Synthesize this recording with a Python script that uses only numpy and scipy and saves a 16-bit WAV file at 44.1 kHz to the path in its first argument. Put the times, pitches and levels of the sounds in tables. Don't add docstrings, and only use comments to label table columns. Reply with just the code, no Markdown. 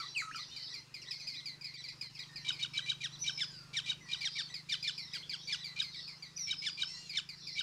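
import sys
import numpy as np
from scipy import signal
from scipy.fft import rfft, irfft
from scipy.io import wavfile
from scipy.ndimage import uniform_filter1d

SR = 44100
rng = np.random.default_rng(int(sys.argv[2]) if len(sys.argv) > 2 else 0)


def volts_from_db(level):
    exponent = np.asarray(level, float) / 20
    return 10 ** exponent


def generate_wav(sig):
    pcm = np.round(np.clip(np.atleast_2d(sig).T, -1, 1) * 32767).astype(np.int16)
    wavfile.write(sys.argv[1], SR, pcm)


N = 336042


def evened(x):
    return x / np.sqrt(np.mean(x ** 2) + 1e-20)


def read(points, at):
    return np.interp(at, *np.transpose(points))


def colour(points, hz):
    f, db = np.transpose(points)
    return volts_from_db(np.interp(np.log(hz + 1), np.log(f + 1), db))


def ramp(t, start, length):
    return np.clip((t - start) / length, 0, 1)


def add(mix, start_s, sound):
    part = mix[max(round(start_s * SR), 0):][:len(sound)]
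    part += sound[:len(part)]


def layer(calls):
    mix = np.zeros(N)
    for start_s, sound in calls:
        add(mix, start_s, sound)
    return mix


def wobble(n, hz):
    size = max(int(SR / hz), 2)
    noise = rng.standard_normal(n + 2 * size)
    smooth = uniform_filter1d(uniform_filter1d(noise, size), size)
    return evened(smooth)[size:size + n]


def voice(hz, gains, jitter, flutter, count):
    turns = np.cumsum(hz * (1 + jitter * wobble(len(hz), 900))) / SR + rng.random()
    tone = np.zeros(len(hz))
    for k in range(1, count + 1):
        audible = k * hz < SR / 2.5
        fluttering = 1 + flutter * wobble(len(hz), 350)
        tone += gains(k, k * hz) * audible * fluttering * np.sin(2 * np.pi * k * turns)
    return tone


def played(rows):
    s, hz, db = np.transpose(rows)
    t = np.arange(s[0], s[-1], 1 / SR)
    gain = np.sqrt(2) * volts_from_db(np.interp(t, s, db)) * signal.windows.tukey(len(t), .06)
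    return s[0], np.interp(t, s, hz), gain


def scrub(x, t60, level_db):
    at = np.arange(150, SR // 2, 22)
    taps = np.zeros(SR // 2 + 22)
    signs = rng.choice([-1., 1.], len(at))
    taps[at + rng.integers(0, 22, len(at))] = signs * volts_from_db(-60 * at / SR / t60)
    return x + volts_from_db(level_db) * signal.fftconvolve(x, taps / np.linalg.norm(taps))[:len(x)]


# pitch_hz, level_db
HISS = [(1500, -30), (3000, -1), (5500, -4), (9000, -16.5), (15000, -40)]


def hiss(n, dull_db):
    hz = np.fft.rfftfreq(n, 1 / SR)
    spectrum = rfft(rng.standard_normal(n)) * colour(HISS, hz) * volts_from_db(dull_db * hz / 1000)
    return evened(irfft(spectrum, n))


# after_snap_s, pitch_hz
SQUAWK_FALL = [(-.004, 2200), (0, 2010), (.004, 1900), (.0162, 1800), (.0178, 1710), (.0265, 1490),
               (.0285, 1400), (.04, 1120)]
# after_snap_s, level_db
SQUAWK_EFFORT = [(0, -5), (.003, -.5), (.014, -2), (.017, -10), (.0195, -3), (.024, -6), (.0275, -19),
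                 (.0305, -9), (.036, -13), (.04, -36)]
STEP_PARTIALS_DB = [(-6.5, 1.4, 0, -2.5, 0.5, 1, -13, -1), (-3, 2, -7.5, -4.5, 0, 0, -3, -12),
                    (-8.5, 1.5, 1.5, -2, -8, 3, -7, -14)]
# pitch_hz, level_db
BEAK = [(900, -16), (1500, -5.5), (2300, -10.5), (3100, -1), (3800, -1.5), (4600, 0.5), (5400, -6),
        (7500, -21), (10000, -30), (15000, -118)]
# pitch_hz, level_db
BROKEN_THROAT = [(1500, -86), (2300, -14), (3100, -12.5), (3850, 6), (4600, -22), (5400, -15),
                 (6200, -18.5), (9500, -36.5)]
USUAL_SLIP_S = .017


def squawk(snap, db, lead, pitch, slip, broken):
    t = np.arange(-lead, slip + SQUAWK_FALL[-1][0] - USUAL_SLIP_S, 1 / SR)
    until_slip = np.where(t < slip, t * USUAL_SLIP_S / slip, t - slip + USUAL_SLIP_S)
    u = np.where(t < 0, t, until_slip)
    opened = ramp(t, -.004, .004)
    clear = opened * ramp(t, slip - .00041, .00041) if broken else opened
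    tune, climb, ring = rng.uniform([.985, -.4, -.01], [1.03, .9, .07])
    rasp = hiss(len(t), -0.98) * (1 + 0.5 * wobble(len(t), 214))

    dip = .14 * (not broken) * ramp(t, -.01, .01)
    held_hz = 2341 * tune * (1 + climb * (t + lead / 2) - dip)
    held = voice(held_hz, lambda k, hz: volts_from_db(-15.0 * (k - 1)), .015, .3, count=4)
    mutter = voice(rng.uniform(3700, 4400) + 0 * t, lambda k, hz: 1, .035, .7, count=1)
    swell = (1 - opened) * ramp(t, -lead, .008) * volts_from_db(200 * t - 2.5)
    chirp = np.sin(2 * np.pi * np.cumsum(3000 + 40000 * (t + .005)) / SR)
    crack = (.7 if broken else .35) * np.exp(-((t + .005) / .0025) ** 2) * chirp
    lead_in = swell * (held + volts_from_db(-8.5) * rasp + volts_from_db(-8.5) * mutter) + crack
    lead_db = -6.5 - (1 - 0.031) * np.clip(db + 28.5, -4, 4)

    closing = 0.963 + 0.23 * ramp(t, 0, slip) ** 2
    slow_hz = 756.4 * (1 + ring / 4 - .6 * t)
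    slow = voice(slow_hz, lambda k, hz: colour(BROKEN_THROAT, hz * closing), .009, .18, count=13)
    burst_db = -1.0 - 9 * np.clip(-t / .002, 0, 1) - 3 * ramp(t, .012, .0034)
    pulsing = volts_from_db(burst_db) * slow + volts_from_db(-17.5) * rasp

    turned_db = STEP_PARTIALS_DB + rng.uniform(-2.5, 2.5, (3, 8)) - broken * 1.6 * np.arange(8)

    def beak_gain(k, hz):
        step_db = np.interp(u, [.016, .018, .0265, .0285], turned_db[[0, 1, 1, 2], k - 1])
        return colour(BEAK, hz) * volts_from_db(step_db)

    fall = voice(pitch * read(SQUAWK_FALL, u), beak_gain, .007, .2, count=8)
    body = (opened - clear) * pulsing + clear * (fall + volts_from_db(-20.0) * rasp)
    return snap - lead, volts_from_db(db) * (volts_from_db(lead_db) * lead_in + volts_from_db(read(SQUAWK_EFFORT, u)) * body)


# snap_s, level_db, lead_in_s, pitch_factor, broken_hold_s
CRACKED_SQUAWKS = [(2.487, -28.5, 0.045, 0.94, 0.016), (2.626, -29.5, 0.039, 0.92, 0.02),
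                   (2.776, -28.5, 0.044, 0.97, 0.014), (2.8942, -29, 0.038, 0.96, 0.022),
                   (3.2763, -29, 0.041, 0.96, 0.017), (3.896, -29.5, 0.042, 0.93, 0.02),
                   (4.13, -31, 0.047, 0.94, 0.014), (5.798, -29.5, .04, 1.01, 0.016),
                   (6.5084, -29.5, 0.043, 0.96, 0.018), (6.819, -28.5, 0.048, 0.95, 0.012),
                   (7.5906, -30, 0.04, 0.94, 0.016)]
# snap_s, level_db, lead_in_s, pitch_factor, first_slip_s
CLEAR_SQUAWKS = [(3.0406, -30.5, 0.037, 1.01, 0.015), (3.4115, -30.5, 0.039, 0.93, 0.019),
                 (3.768, -28.5, 0.039, 0.98, 0.018), (4.2524, -30, 0.044, 1, 0.019),
                 (4.387, -31, 0.035, 0.98, 0.017), (4.721, -28.5, 0.035, 0.96, 0.017),
                 (4.8762, -30.5, 0.037, 0.94, .017), (5.149, -37, 0.012, 0.87, 0.017),
                 (5.333, -37.5, 0.031, .86, .015), (5.5253, -30, 0.044, 0.91, 0.018),
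                 (6.6652, -29.5, 0.049, 0.93, 0.018), (7.1717, -28.5, 0.042, 0.95, 0.013)]


def near_squawks():
    cracked = layer(squawk(*row, broken=True) for row in CRACKED_SQUAWKS)
    return cracked + layer(squawk(*row, broken=False) for row in CLEAR_SQUAWKS)


ANSWER_DROP = [(0, 1.03), (.12, 0.98), (.22, 0.93), (.4, .86), (1, 0.83)]
# share_of_note, level_db
ANSWER_EFFORT = [(0, -3.5), (.05, -1.5), (.11, -2), (.14, -4), (.4, -12), (.85, -16), (1, -19)]


def answer(s, db, hz, length, depth, first_db):
    share = np.linspace(0, 1, round(length * SR))
    partial_db = [first_db + 5.6 * share - 0.25 * (db + 38), -4.0 * share]
    partial_db += [top_db - 1.7 * share for top_db in (-23.0, -29.0, -35.5, -35)]
    grain = np.clip(share / 0.21, 0, 1)

    def grainy(k, f):
        return volts_from_db(partial_db[k - 1]) * (1 + .55 * grain * min(k - .35, 1) * wobble(len(f), 350))

    pitch = hz / 2 * read(ANSWER_DROP, share) ** depth
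    tone = voice(pitch, grainy, .004 + .012 * grain, .1, count=6)
    tone += volts_from_db(-20.5) * hiss(len(share), .1)
    return s, volts_from_db(db + read(ANSWER_EFFORT, share)) * tone * np.clip(share / .018, 0, 1) ** 2


# start_s, level_db, second_partial_hz, length_s
ANSWERS = [(.0, -36, 4725, 0.048), (0.174, -35, 4686, 0.083), (0.357, -35, 4890, 0.083),
           (0.562, -39, 4790, 0.078), (0.74, -36.5, 4857, 0.074), (0.9412, -36, 4920, 0.073),
           (1.1083, -34.5, 5120, 0.069), (1.2706, -34.5, 4980, 0.087), (1.456, -35.5, 4817, 0.099),
           (1.642, -37.5, 4970, 0.09), (1.885, -38, 4960, 0.053), (2.0105, -34, 4910, 0.073),
           (2.191, -37, 4890, 0.056), (2.358, -38, 4890, 0.066), (4.207, -38, 4860, 0.092),
           (4.541, -35, 4940, 0.07), (4.694, -35.5, 4787, 0.08), (4.826, -34.5, 4920, 0.072),
           (4.978, -35.5, 4905, 0.078), (5.134, -35, 4980, 0.093), (5.2942, -33.5, 4860, 0.048),
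           (5.472, -38.5, 4603, 0.13), (5.642, -35.5, 4750, 0.1), (5.819, -35, 4930, 0.086),
           (6.077, -40, 4980, 0.077), (6.223, -41.5, 4670, 0.084), (6.373, -41.5, 4910, 0.066),
           (7.0934, -37.5, 4860, 0.096), (7.289, -37, 4848, 0.061), (7.469, -38, 4816, 0.091)]
# start_s, level_db, second_partial_hz, length_s, fall_depth
CUT_INS = [(1.017, -44.5, 5580, .08, 2.4), (1.198, -41, 4990, .085, 1.1), (1.338, -43.5, 4930, 0.13, 0.97),
           (1.61, -43, 4870, 0.1, 1.14), (1.739, -42.5, 4790, .07, .6), (1.839, -39, 4670, 0.081, 0.94),
           (2.151, -44, 5200, .06, 1.3), (2.523, -40, 5040, 0.1, 0.98), (2.735, -41.5, 5240, 0.069, 0.46),
           (5.943, -44, 4625, 0.06, 1.03)]


def answering_mates():
    steady = layer(answer(*row, 1.0, first_db=-9.5) for row in ANSWERS)
    return steady + layer(answer(*row, first_db=-8.5) for row in CUT_INS)


# after_start_s, pitch_hz
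ARCH = [(0, 3008), (.015, 3600), (.034, 4040), (.054, 3930), (.068, 2970)]


def arch(s, db, held_db):
    t = np.arange(0, .095, 1 / SR)
    bow = voice(read(ARCH, t), lambda k, hz: volts_from_db(-2 - 7 * np.clip(1 - t / .03, 0, 1)), .006, .45, count=1)
    bow *= np.clip((ARCH[-1][0] - t) / .006, 0, 1)
    held_partials_db = [-5, -5.0, -11.0, -17.5]
    held = voice(1990 - 600 * t, lambda k, hz: volts_from_db(held_partials_db[k - 1]), .0062, .94, count=4)
    held *= ramp(t, .012, .0027) * volts_from_db(-12.0 * ramp(t, .058, .008))
    return s, volts_from_db(db) * (bow + volts_from_db(held_db) * held) * signal.windows.tukey(len(t), .15)


# start_s, level_db, held_note_db
ARCHES = [(0.0146, -45.5, -10), (0.377, -45.5, -11), (0.673, -49.5, -6), (1.057, -46, -9),
          (1.344, -43, -15), (1.7601, -46, -10), (2.174, -46, -8.5), (2.8, -47, -9.5), (3.099, -47.5, -13),
          (3.827, -46, -11), (4.1496, -46.5, -12), (4.485, -49, -5), (5.1112, -47, -5),
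          (5.5781, -45.5, -11), (5.9412, -46, -10)]


def far_arches():
    return layer(arch(*row) for row in ARCHES)


def whistle(rows, overtone_db, jitter, tiring=0):
    s, hz, gain = played(rows)
    push = gain / gain.max()
    gain = gain * volts_from_db(250 * tiring * wobble(len(hz), 120))
    trembling = jitter + tiring * np.linspace(0, 1, len(hz)) ** .5

    def pushed(k, f):
        return volts_from_db(overtone_db[k - 1]) * push ** (0.98 * min(k - 1, 1))

    return s, gain * voice(hz, pushed, trembling, 0.33, count=len(overtone_db))


def sagging(s, length, db):
    t = np.linspace(0, length, num=60)
    scoop_hz = 1068 * np.exp(-t / 0.00648)
    hz = 5630 - 2200 * t + 514 * np.exp(-(t / .06) ** 2) - scoop_hz
    return np.transpose([s + t, hz, db - 6.5 * (1 - np.exp(-t / 0.047)) - 24 * t])


# start_s, length_s, level_db
WHISTLES = [
    (3.187, 0.436, -40.5),
    (6.359, 0.51, -38),
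]


def sagging_whistles():
    return layer(whistle(sagging(*row), [0, -29], .004, tiring=.016) for row in WHISTLES)


def piping(s, length, first_hz, last_hz, db):
    return [(s, first_hz, db), (s + length, last_hz, db - 1)]


# start_s, length_s, first_hz, last_hz,
# level_db
PIPINGS = [(0.255, 0.097, 6400, 6400, -70), (0.258, 0.088, 8870, 8900, -73),
           (0.319, 0.037, 2340, 3220, -51.5), (1.365, 0.043, 5880, 5890, -62), (6.25, .03, 5950, 5920, -66),
           (6.94, .055, 5420, 5560, -59), (.082, 0.014, 3980, 4040, -47), (1.108, 0.045, 7760, 7700, -76),
           (2.043, 0.14, 3220, 2612, -72), (2.289, 0.16, 1840, 1836, -60.5),
           (3.123, 0.049, 5770, 5750, -61), (3.188, 0.061, 9900, 9500, -74),
           (3.444, 0.051, 2070, 1650, -68), (3.503, 0.11, 1604, 1400, -67), (3.474, 0.11, 3370, 2750, -70),
           (6.894, 0.028, 8400, 8300, -66), (3.597, 0.32, 1377, 1410, -73), (4.007, 0.091, 2076, 1850, -61),
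           (4.013, 0.039, 5880, 5860, -61.5), (4.16, 0.033, 8130, 8100, -70), (4.25, 0.02, 876, 876, -67),
           (0.513, 0.042, 3640, 3760, -53), (0.68, 0.031, 1880, 2064, -68),
           (3.508, 0.018, 7130, 7040, -65.5), (4.247, 0.24, 4960, 4390, -54.5),
           (4.993, 0.069, 5530, 5340, -55.5), (5.015, 0.11, 2045, 1985, -64),
           (5.228, 0.014, 3050, 3500, -48.5), (6.373, 0.07, 9940, 9340, -73),
           (6.826, 0.11, 5180, 5520, -47.5), (6.988, 0.066, 5760, 5550, -70),
           (3.227, 0.011, 5900, 5800, -43), (1.778, 0.055, 5814, 5500, -64),
           (6.899, 0.091, 2070, 1925, -61.5)]


def middle_pipings():
    return layer(whistle(piping(*row), [0], .01) for row in PIPINGS)


# time_s, pitch_hz, level_db
SONG = [
    [(0, 1340, -43.5), (.022, 1296, -47.5), (.028, 1130, -59), (.045, 1137, -49), (.075, 1460, -71)],
    [(.147, 3080, -42), (.17, 2583, -36.5), (.21, 2130, -39), (.217, 1810, -42.5), (.224, 1290, -47),
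     (.26, 1286, -47), (.311, 1283, -49), (.315, 1770, -38), (.322, 2300, -73)],
    [(.345, 1760, -43), (.349, 1326, -46.5), (.372, 1337, -49.5), (.378, 1126, -63), (.395, 1206, -53),
     (.42, 1370, -66)],
]


def songbird():
    clear = layer(whistle(rows, [0, -34], 0.014) for rows in SONG)
    overtones_db = [-60, -62, -18.0, -32, -25.0, -39, -27.0]
    shrill = layer(whistle(rows, overtones_db, 0.022) for rows in SONG)
    air_loss = signal.butter(4, 9500, fs=SR, output="sos")
    return clear, signal.sosfilt(air_loss, shrill)


# pitch_hz, level_db
NOSE = [(1500, -34), (2800, -9.5), (3300, -25), (4300, 2), (5100, -12), (5600, -11), (7400, -12),
        (9000, -41)]


def mew(rows, jitter, dull_db, air_db):
    s, hz, gain = played(rows)

    def nasal(k, f):
        return colour(NOSE, f) * volts_from_db(dull_db * k + 3.5 * wobble(len(hz), 25))

    pulses = evened(voice(hz, nasal, jitter, .4, count=18))
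    return s, gain * (pulses + volts_from_db(air_db) * hiss(len(hz), 0.81))


# time_s, pulse_rate_hz, level_db
MEWS = [
    [(6.87, 426, -56), (6.93, 452, -57), (7.0, 471, -54), (7.06, 466.6, -55), (7.11, 435.5, -59)],
    [(.49, 555, -67), (.52, 617, -61), (.56, 602, -60), (.6, 622, -65), (.65, 605, -60)],
]


def mews():
    low, high = MEWS
    fifth = [(s, 5 * hz, db + 1.5) for s, hz, db in high]
    return layer([mew(low, .004, -.3, -12), mew(high, .0018, -1.1, -11), whistle(fifth, [0], .003)])


# loudest_s, level_db, half_length_s
CHORUS = [(0.08, -51.5, 0.2), (0.424, -50.5, 0.12), (0.668, -46.5, 0.16), (1.227, -51, 0.24),
          (1.84, -61, 0.15), (2.328, -61.5, 0.73), (3.35, -57.5, 0.38), (4.16, -52.5, 0.13),
          (4.397, -44, 0.11), (4.908, -50.5, 0.24), (5.12, -59, 0.12), (5.483, -51, 0.24),
          (6.019, -48, 0.18), (6.62, -56.5, 0.41), (6.995, -63, 0.19), (7.458, -52, 0.14),
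          (7.62, -47, 0.17)]


def chorus():
    t = np.arange(N) / SR
    out = np.zeros(N + SR // 2)
    share, count = np.linspace(0, 1, 2400), 540
    for bird, (late, off, glide, size) in enumerate(rng.random((count, 4))):
        start_s = (bird + late) / count * len(out) / SR
        place = (bird * (np.sqrt(5) - 1) / 2) % 1 + off - 1
        bend = 1 + 0.0404 * np.sin(np.pi * share) + (.07 - 0.2 * glide) * share
        hz = 4635 * (1 + .3 * place) * bend
        note = voice(hz, lambda k, f: 1, .02, .6, count=1)
        add(out, start_s, volts_from_db(-6 * size) * np.sin(np.pi * share) * note)
    out = scrub(out, 0.46, 3.2)[-N:]
    out /= np.sqrt(uniform_filter1d(out ** 2, 6000) + 1e-12)
    outbursts = sum(volts_from_db(db) * np.exp(-2 * ((t - s) / half) ** 2) for s, db, half in CHORUS)
    return out * (volts_from_db(-100) + outbursts)


# time_s, level_db
ENGINE_LEVEL = [(0.0, -65.5), (0.21, -62.5), (0.8, -65), (2.23, -61.5), (2.42, -58.5), (3.56, -59),
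                (4.22, -61.5), (5.35, -61.5), (6.22, -63.5), (7.56, -62.5), (7.62, -66)]
# multiple_of_firing_rate, level_db
FIRING_ORDERS = [(1, -18), (2, -37), (3, -38), (4, -17), (5, -1), (6, 2), (7, -6), (8, -16), (9, -20.5),
                 (10, -50), (11, -29), (12, -23.5), (13, -16), (14, -17), (15, -27)]
# time_s, firing_rate_hz
ENGINE_SPEED = [(0, 24.0), (2.0, 24.3), (3.6, 25.0), (4.2, 25.6), (5.5, 26.1), (6.6, 26.6), (7.62, 26.8)]


def engine():
    t = np.arange(N) / SR
    coarse = t[::64]

    def drift(hz):
        return np.interp(t, coarse, wobble(len(coarse), 64 * hz))

    turns = np.cumsum(read(ENGINE_SPEED, t)) / SR + 0.036 * drift(2.92)
    hum = np.zeros(N)
    for k, db in FIRING_ORDERS:
        pipe_phase = np.arctan((k - 5.8) / 0.37)
        hum += volts_from_db(db + 0.92 * drift(3.4)) * np.cos(2 * np.pi * k * turns - pipe_phase)
    return evened(hum) * volts_from_db(read(ENGINE_LEVEL, t))


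# pitch_hz, level_db (per Hz)
AIR_SPECTRUM = [(15, -34), (25, -16), (75, 3.5), (144, -8.5), (221, -2.5), (684, -12.5), (971, -6.5),
                (1620, -9.5), (2360, -9.5), (2630, -6), (3350, -13.5), (4500, -8), (6560, -14),
                (15500, -34.5)]
# time_s, level_db
AIR_SWELL = [(0, 4), (1.7, 2), (2.5, 4.5), (4, 4.5), (7.62, 1.5)]
# centre_s, half_length_s, level_db
WASH_DIPS = [(0.273, 0.0067, -12), (1.123, 0.0087, -20), (1.165, .008, -22), (4.28, 0.027, -11),
             (1.78, 0.016, -32), (1.91, 0.011, -23), (2.084, 0.012, -17)]


def air():
    frames, hz = N // 256 + 5, np.fft.rfftfreq(1024, 1 / SR)
    a, b, patches = rng.standard_normal((frames, 513, 3)).T
    patches = evened(uniform_filter1d(uniform_filter1d(patches, 10, 0), 12, 1))
    frame_s = np.arange(frames) * 256 / SR
    rumble_db = (hz < 100)[:, None] * 0.9 * (frame_s - 4)
    spectra = (a + 1j * b) * colour(AIR_SPECTRUM, hz)[:, None] * volts_from_db(2.17 * patches + rumble_db)
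    wash = signal.istft(spectra, nperseg=1024, noverlap=768)[1][:N]
    t = np.arange(N) / SR
    dips_db = sum(db * np.exp(-((t - s) / half) ** 4) for s, half, db in WASH_DIPS)
    return evened(wash) * volts_from_db(-65.5 + read(AIR_SWELL, t) + dips_db)


def scene():
    song, shrill = songbird()
    birds = scrub(near_squawks() + song + mews(), 0.28, -13.5)
    birds = birds + scrub(answering_mates(), 0.21, -4.0)
    birds = birds + scrub(far_arches(), .2, -5)
    birds = birds + scrub(sagging_whistles(), 0.27, -3.0)
    birds = birds + scrub(middle_pipings(), 0.26, -2.15)
    birds = birds + scrub(shrill, 0.27, 3.2)
    return (birds + chorus() + engine() + air())[None]


def band_limit(x):
    return signal.sosfilt(signal.butter(12, 15660, fs=SR, output="sos"), x)


def record(dry):
    return band_limit(dry)


dry = scene()
out = record(dry)
generate_wav(out)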